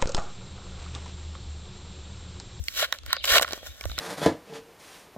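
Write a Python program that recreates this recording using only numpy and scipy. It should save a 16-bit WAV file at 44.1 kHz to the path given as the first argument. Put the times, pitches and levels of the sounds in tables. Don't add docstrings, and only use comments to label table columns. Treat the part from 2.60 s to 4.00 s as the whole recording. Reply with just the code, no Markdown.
import sys
import numpy as np
from scipy import signal
from scipy.fft import rfft, irfft
from scipy.io import wavfile
from scipy.ndimage import uniform_filter1d

SR = 44100
rng = np.random.default_rng(int(sys.argv[2]) if len(sys.argv) > 2 else 0)


def master(y):
    cut = np.clip(np.atleast_2d(y).T, -1, 1)
    pcm = np.round(cut * 32767)
    wavfile.write(sys.argv[1], SR, pcm.astype(np.int16))


N = 61739

# time in seconds, level in dB.
WIND = [(0.0, -42), (0.076, -50.5), (0.224, -52.5), (0.334, -63), (0.49, -39), (0.528, -56), (0.7, -48),
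        (0.72, -46), (0.848, -55), (0.906, -48.5), (0.992, -59), (1.104, -46.5), (1.176, -62), (1.222, -53),
        (1.256, -39), (1.4, -45.5)]
# frequency in Hz, relative strength in dB per Hz.
WIND_TONE = [(12, -47), (20, -3), (70, 17), (88, 3), (118, -2), (172, -19), (271, -16), (300, -9),
             (390, -24), (660, -120)]
# frequency in Hz, relative strength in dB per Hz.
HUSH_TONE = [(88, -42), (150, -22), (923, -33), (3100, -28), (3490, -22), (5150, -35.5), (6390, -33),
             (14500, -53), (16000, -61)]
# start in seconds, level in dB, pitch in Hz, left level minus right level in dB.
BUFFETS = [(0, -31, 70, 21), (0.718, -30.5, 59.6, -9), (1.258, -31, 77, -17)]
# time in seconds, pitch in Hz, level in dB.
BIRDS = [
    [(.544, 4300, -48), (.553, 4900, -44), (.565, 4650, -46), (.578, 3600, -48)],
    [(.583, 3500, -46), (.591, 4350, -47), (.603, 3550, -48)],
    [(.606, 3150, -50), (.621, 2700, -53)],
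    [(.965, 3130, -61), (.99, 3300, -59), (1.025, 3350, -62)],
    [(1.065, 3550, -60), (1.1, 3730, -58), (1.12, 3700, -60)],
    [(1.295, 3700, -55), (1.345, 3650, -53), (1.37, 3600, -57)],
]
# pitch in Hz, width in Hz, level in dB.
SHEET = [(359, 590, -9), (613, 209, 7), (1100, 130, 10), (1440, 216, 13), (1836, 332, 11),
         (2277, 270, 10.5), (3058, 885, 11.5), (4000, 620, 11.5), (4650, 670, 4), (5700, 1730, -1),
         (7480, 1150, -1.5), (9870, 2230, -10.5), (12600, 2230, -5.5), (14340, 7200, -14)]
# time in seconds, added level in dB.
FLAP = [(.6, -16), (.9, 16.5)]
# time in seconds, level in dB, then bass, low middle and treble in dB
RIP = [(0, -78.5, 0, -2, 21.5), (.09, -52.5, -26, -4, 5), (.15, -40.5, -16, -10.5, -2),
       (.19, -26.5, -16, -8, -1.5), (.245, -26, -14.5, -1.5, -8), (.27, -49, -12, -5.5, -5.5),
       (.31, -55, -3, -2.5, -5), (.345, -44.5, -11, 0.5, -3), (.38, -57, -6, -14, -4),
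       (.41, -80, -6, -3, -28), (.46, -60, -4, 1, 4), (.51, -35.5, -20.5, -6.5, -19),
       (.57, -44, -13, 4, -10.5), (.585, -50.5, -10, -13, -64), (.635, -43.5, -23, -20, -3),
       (.645, -30.5, -18, -5, -3), (.668, -36, -7.5, -5.5, 0), (.682, -21, -15, -11.5, -7),
       (.73, -22.5, -10.5, -1.5, -2), (.765, -18, -3.5, -2, -4.5), (.787, -19.5, -8.5, -15, -8.5),
       (.795, -45, -11, -27, -8.5), (.83, -29.5, -6.5, 1, 3), (.845, -48, -4, -3, -4.5),
       (.93, -42, -10, -2, -6.5), (.96, -49.5, -3, -1, 1.5), (1.02, -56, -4.5, -7.5, -4.5),
       (1.07, -43.5, -5, -2, 3.5), (1.1, -55, -12, -11, 1), (1.14, -56, -4.5, -6.5, -0.5),
       (1.25, -65, -3, 11.5, 13.5), (1.3, -52, -9, -10.5, 2.5), (1.37, -48.5, -16, -12, -8.5),
       (1.4, -37, -7.5, -2, -8)]
# start in seconds, level in dB, favoured pitch in Hz, then bass, low middle,
# middle and treble in dB added to that level, and time for the crack to build up in milliseconds.
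SNAPS = [(0.039, -32, 7950, -34, -29, -21.5, -10.5, 0.75), (0.0828, -17, 4300, -40, -38, -6.5, -15, 0.585),
         (0.195, -24.5, 3180, -24, -5.5, -28, -4.5, 0.96), (0.227, -22.5, 645, -3, -32, -14, -24, 0.17),
         (0.3242, -9.5, 3850, -29, -13.5, -11.5, -14, 0.93), (0.346, -33, 1490, -21, -8, -20, -26, 0.89),
         (0.386, -28.5, 4000, -33, -29, -12, -15, 0.81), (0.433, -41, 1330, -20, -13, -9, -14, 1),
         (0.462, -29.5, 1740, -25, -14, -11.5, -9.5, 0.45), (0.505, -34, 1100, -32, -2.5, -7, -12.5, 0.32),
         (0.5291, -4, 3800, -31.5, -17, -10.5, -16, 0.591), (0.543, -35, 1500, -17, -27, -15, -29, 0.58),
         (0.553, -42, 1410, -28, 0, -11, -13, 0.92), (0.5655, -26.5, 540, -12, -8.5, -5, -36, 0.93),
         (0.6405, -35, 2060, -27, 7, 11, -5, 0.83), (0.644, -15.5, 2840, -22.5, -28.5, -12, -16, 0.72),
         (0.6539, -38.5, 3940, -31, -18, 6.5, 13, 0.67), (0.755, -6, 600, -15, -12, -9.5, -15, 0.77),
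         (0.768, -13.5, 706, -29, -7.5, -9, -8, 0.92), (0.781, -4.5, 2880, -41, -13.5, -7.5, -17, 0.79),
         (0.795, -13, 1100, -12.5, -9, -12.5, -22, 1), (0.812, -14.5, 1110, -13, -14, -18, -15, 0.76),
         (0.822, -12, 470, -16.5, -14, -16, -13, 0.88), (0.828, -22, 1100, -13.5, -24, -1, -15, 1),
         (0.845, -22, 1210, -15.5, -4, -16, -31, 0.66), (0.878, -24.5, 1230, -25, -11.5, -11, -24.5, 0.9),
         (0.888, -34, 1450, -13, -9, -9, -6, 0.85), (0.908, -26, 4500, -17, -32, -9.5, -17, 0.8),
         (0.922, -24, 3870, -17.5, -14.5, -11, -9.5, 0.87),
         (0.932, -18, 377, -13.5, -16, -11, -12.5, 0.828), (0.976, -34.5, 520, -8, -14, -19, -14.5, 1),
         (1.029, -43, 513, 0.5, -8, -10, -26, 1), (1.2303, -45, 7200, -18, -28, -11, -8, 1),
         (1.2092, -25, 2230, -20, -23, -9.5, -12, 0.98), (1.2386, -30.5, 1100, -30, -9, -7, -26, 0.85),
         (1.254, -23, 553, -8, -16.5, -13.5, -14, 0.74), (1.296, -35.5, 1420, -13, -6.5, -7.5, -25, 0.89),
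         (1.315, -26, 4250, -19, -21, -9, -20, 0.9), (1.379, -18, 1600, -20.5, -12.5, -16, -24, 0.91),
         (1.3874, -16, 3820, -27, -23, -10.5, -8, 0.74)]

WIND_SIDE_DB = -1.5
HUSH_DB, HUSH_FLICKER_DB = -56.5, 0.5
BUFFET_S = 0.0062
BIRD_ROUGH, BIRD_WOBBLE = .5, .018
BIRD_EDGE_S, BIRD_ECHO_DB, BIRD_ECHO_S = 0.00069, 1, .03
SPLITS_HZ = (900, 2000, 5200)
LAG_S, SNAP_LAG_S, LAG_SPREAD_S = .0001, .00007, .00002
RIGHT_DB = 2.5
APART_HZ = 3260
SCATTER_DB, SCATTER_PITCH = 0.6, 0.019
CRACKS_PER_S, CRACK_SPREAD_DB, RIP_FLUTTER_DB = 13000, 1.8, 1.4
RIP_FLAP_DB = -9.0
SHIVER_DB, SHIVER_S = -13, .005
BREAK_DB, BREAK_S = 17, .000033
PITCH_DB, PITCH_SHARE = 5, .2
SNAP_SPAN_S = .006
SNAP_DAMP = 1.5
TOP_HZ = 15800


def undb(db):
    return 10 ** (np.asarray(db) / 20)


def unit(x):
    return x / np.sqrt(np.mean(x ** 2))


def curve(rows, col):
    rows = np.array(rows)
    return np.interp(np.arange(N) / SR, rows[:, 0], rows[:, col])


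def walk(rate):
    k = int(SR / rate)
    steps = np.repeat(rng.standard_normal(N // k + 1), k)
    return unit(uniform_filter1d(steps, k)[:N])


def coloured(shape):
    f = np.arange(N // 2 + 1) * SR / N + 1
    shape = np.array(shape)
    gain = undb(np.interp(np.log(f), np.log(shape[:, 0]), shape[:, 1], left=-80))
    return unit(irfft(rfft(rng.standard_normal(N)) * gain, N))


def outdoors():
    mid = coloured(WIND_TONE)
    side = coloured(WIND_TONE) * undb(WIND_SIDE_DB)
    wind = undb(curve(WIND, 1)) * np.array([mid + side, mid - side])
    hush = np.array([coloured(HUSH_TONE), coloured(HUSH_TONE)])
    return wind + undb(HUSH_DB + HUSH_FLICKER_DB * walk(15.0)) * hush


def buffets():
    out, t = np.zeros((2, N)), np.arange(N) / SR
    for at, db, hz, pan_db in BUFFETS:
        age = np.maximum(t - at, 0)
        swell = age / BUFFET_S * np.exp(1 - age / BUFFET_S)
        swing = swell * np.sin(2 * np.pi * hz * age)
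        out += swing * undb(db + np.array([[pan_db], [-pan_db]]) / 2)
    return out


def birds():
    out, t = np.zeros(N), np.arange(N) / SR
    wobble = 1 + BIRD_WOBBLE * walk(250)
    for call in BIRDS:
        start, end = call[0][0], call[-1][0]
        edge = np.clip(np.minimum(t - start, end - t) / BIRD_EDGE_S, 0, 1)
        phase = 2 * np.pi * np.cumsum(curve(call, 1) * wobble) / SR
        out += edge * undb(curve(call, 2)) * np.sqrt(2) * np.sin(phase)
    out *= 1 + BIRD_ROUGH * walk(300)
    fade = np.exp(-t[:6000] / BIRD_ECHO_S) * np.sqrt(2 / BIRD_ECHO_S / SR)
    echoes = rng.standard_normal((2, 6000)) * fade
    return out + undb(BIRD_ECHO_DB) * signal.fftconvolve(out[None], echoes)[:, :N]


def peak(f, hz, width):
    return 1j * f * width / (hz ** 2 - f ** 2 + 1j * f * width)


def sheet(f, chance, flap_db, lag_s, damp=1, flip=-1):
    out = np.zeros((4, 2, len(f)), complex)
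    lag = lag_s + LAG_SPREAD_S * chance[-1]
    for k, (hz, width, db) in enumerate(SHEET):
        level_db = db + SCATTER_DB * chance[k] + flap_db * (k == 0)
        pitch = hz * (1 + SCATTER_PITCH * chance[14 + k])
        ring = flip ** k * undb(level_db) * peak(f, pitch, damp * width) ** 2
        turn = chance[28 + k] * min(hz / APART_HZ, 1.5) / damp
        right = undb(RIGHT_DB * (SPLITS_HZ[0] < hz < SPLITS_HZ[1]))
        ports = np.array([1 + 0 * f, right * np.exp(1j * turn - 2j * np.pi * f * lag)])
        out[np.searchsorted(SPLITS_HZ, hz)] += ring * ports
    return out


def rip(count=6):
    f, bands = np.arange(N // 2 + 1) * SR / N, 0
    for _ in range(count):
        hit = rng.random(N) < CRACKS_PER_S / count / SR
        size = undb(CRACK_SPREAD_DB * rng.exponential(size=N))
        cracks = hit * size * rng.standard_normal(N) * undb(RIP_FLUTTER_DB * walk(140))
        spot = sheet(f, rng.standard_normal(43), RIP_FLAP_DB, LAG_S)
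        bands = bands + irfft(rfft(cracks) * spot, N)
    bass, low, mid, high = (unit(b) for b in bands)
    tone = undb(curve(RIP, 2)) * bass + undb(curve(RIP, 3)) * low + mid + undb(curve(RIP, 4)) * high
    return undb(curve(RIP, 1)) * tone


def snaps():
    size = 2048
    out, t = np.zeros((2, N + size)), np.arange(size) / SR
    f = np.arange(size // 2 + 1) * SR / size
    for at, db, hz, *bands_db, ms in SNAPS:
        chance, crack = rng.standard_normal(43), rng.standard_normal(size)
        rise = max(ms, .2) / 1000
        crack *= t / rise * np.exp(1 - t / rise) + undb(SHIVER_DB) * np.exp(-t / SHIVER_S)
        crack += undb(BREAK_DB) * np.exp(-((t - rise) / BREAK_S) ** 2)
        flap_db = np.interp(at, *np.array(FLAP).T)
        body = sheet(f, chance, flap_db, SNAP_LAG_S, SNAP_DAMP, flip=0.96)
        body = body * (1 + undb(PITCH_DB) * peak(f, hz, hz * PITCH_SHARE))
        x = irfft(rfft(crack) * body, size)
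        energy = (x ** 2).sum(2, keepdims=True).mean(1, keepdims=True)
        x /= np.sqrt(energy / (SNAP_SPAN_S * SR))
        i = int(at * SR)
        out[:, i:i + size] += np.tensordot(undb(db + np.array(bands_db)), x, 1)
    return out[:, :N]


def scene():
    return outdoors() + buffets() + birds() + rip() + snaps()


def record(dry):
    rounded = np.tanh(dry)
    cut = signal.ellip(10, .2, 95, TOP_HZ, fs=SR, output="sos")
    return signal.sosfilt(cut, rounded)


dry = scene()
out = record(dry)
master(out)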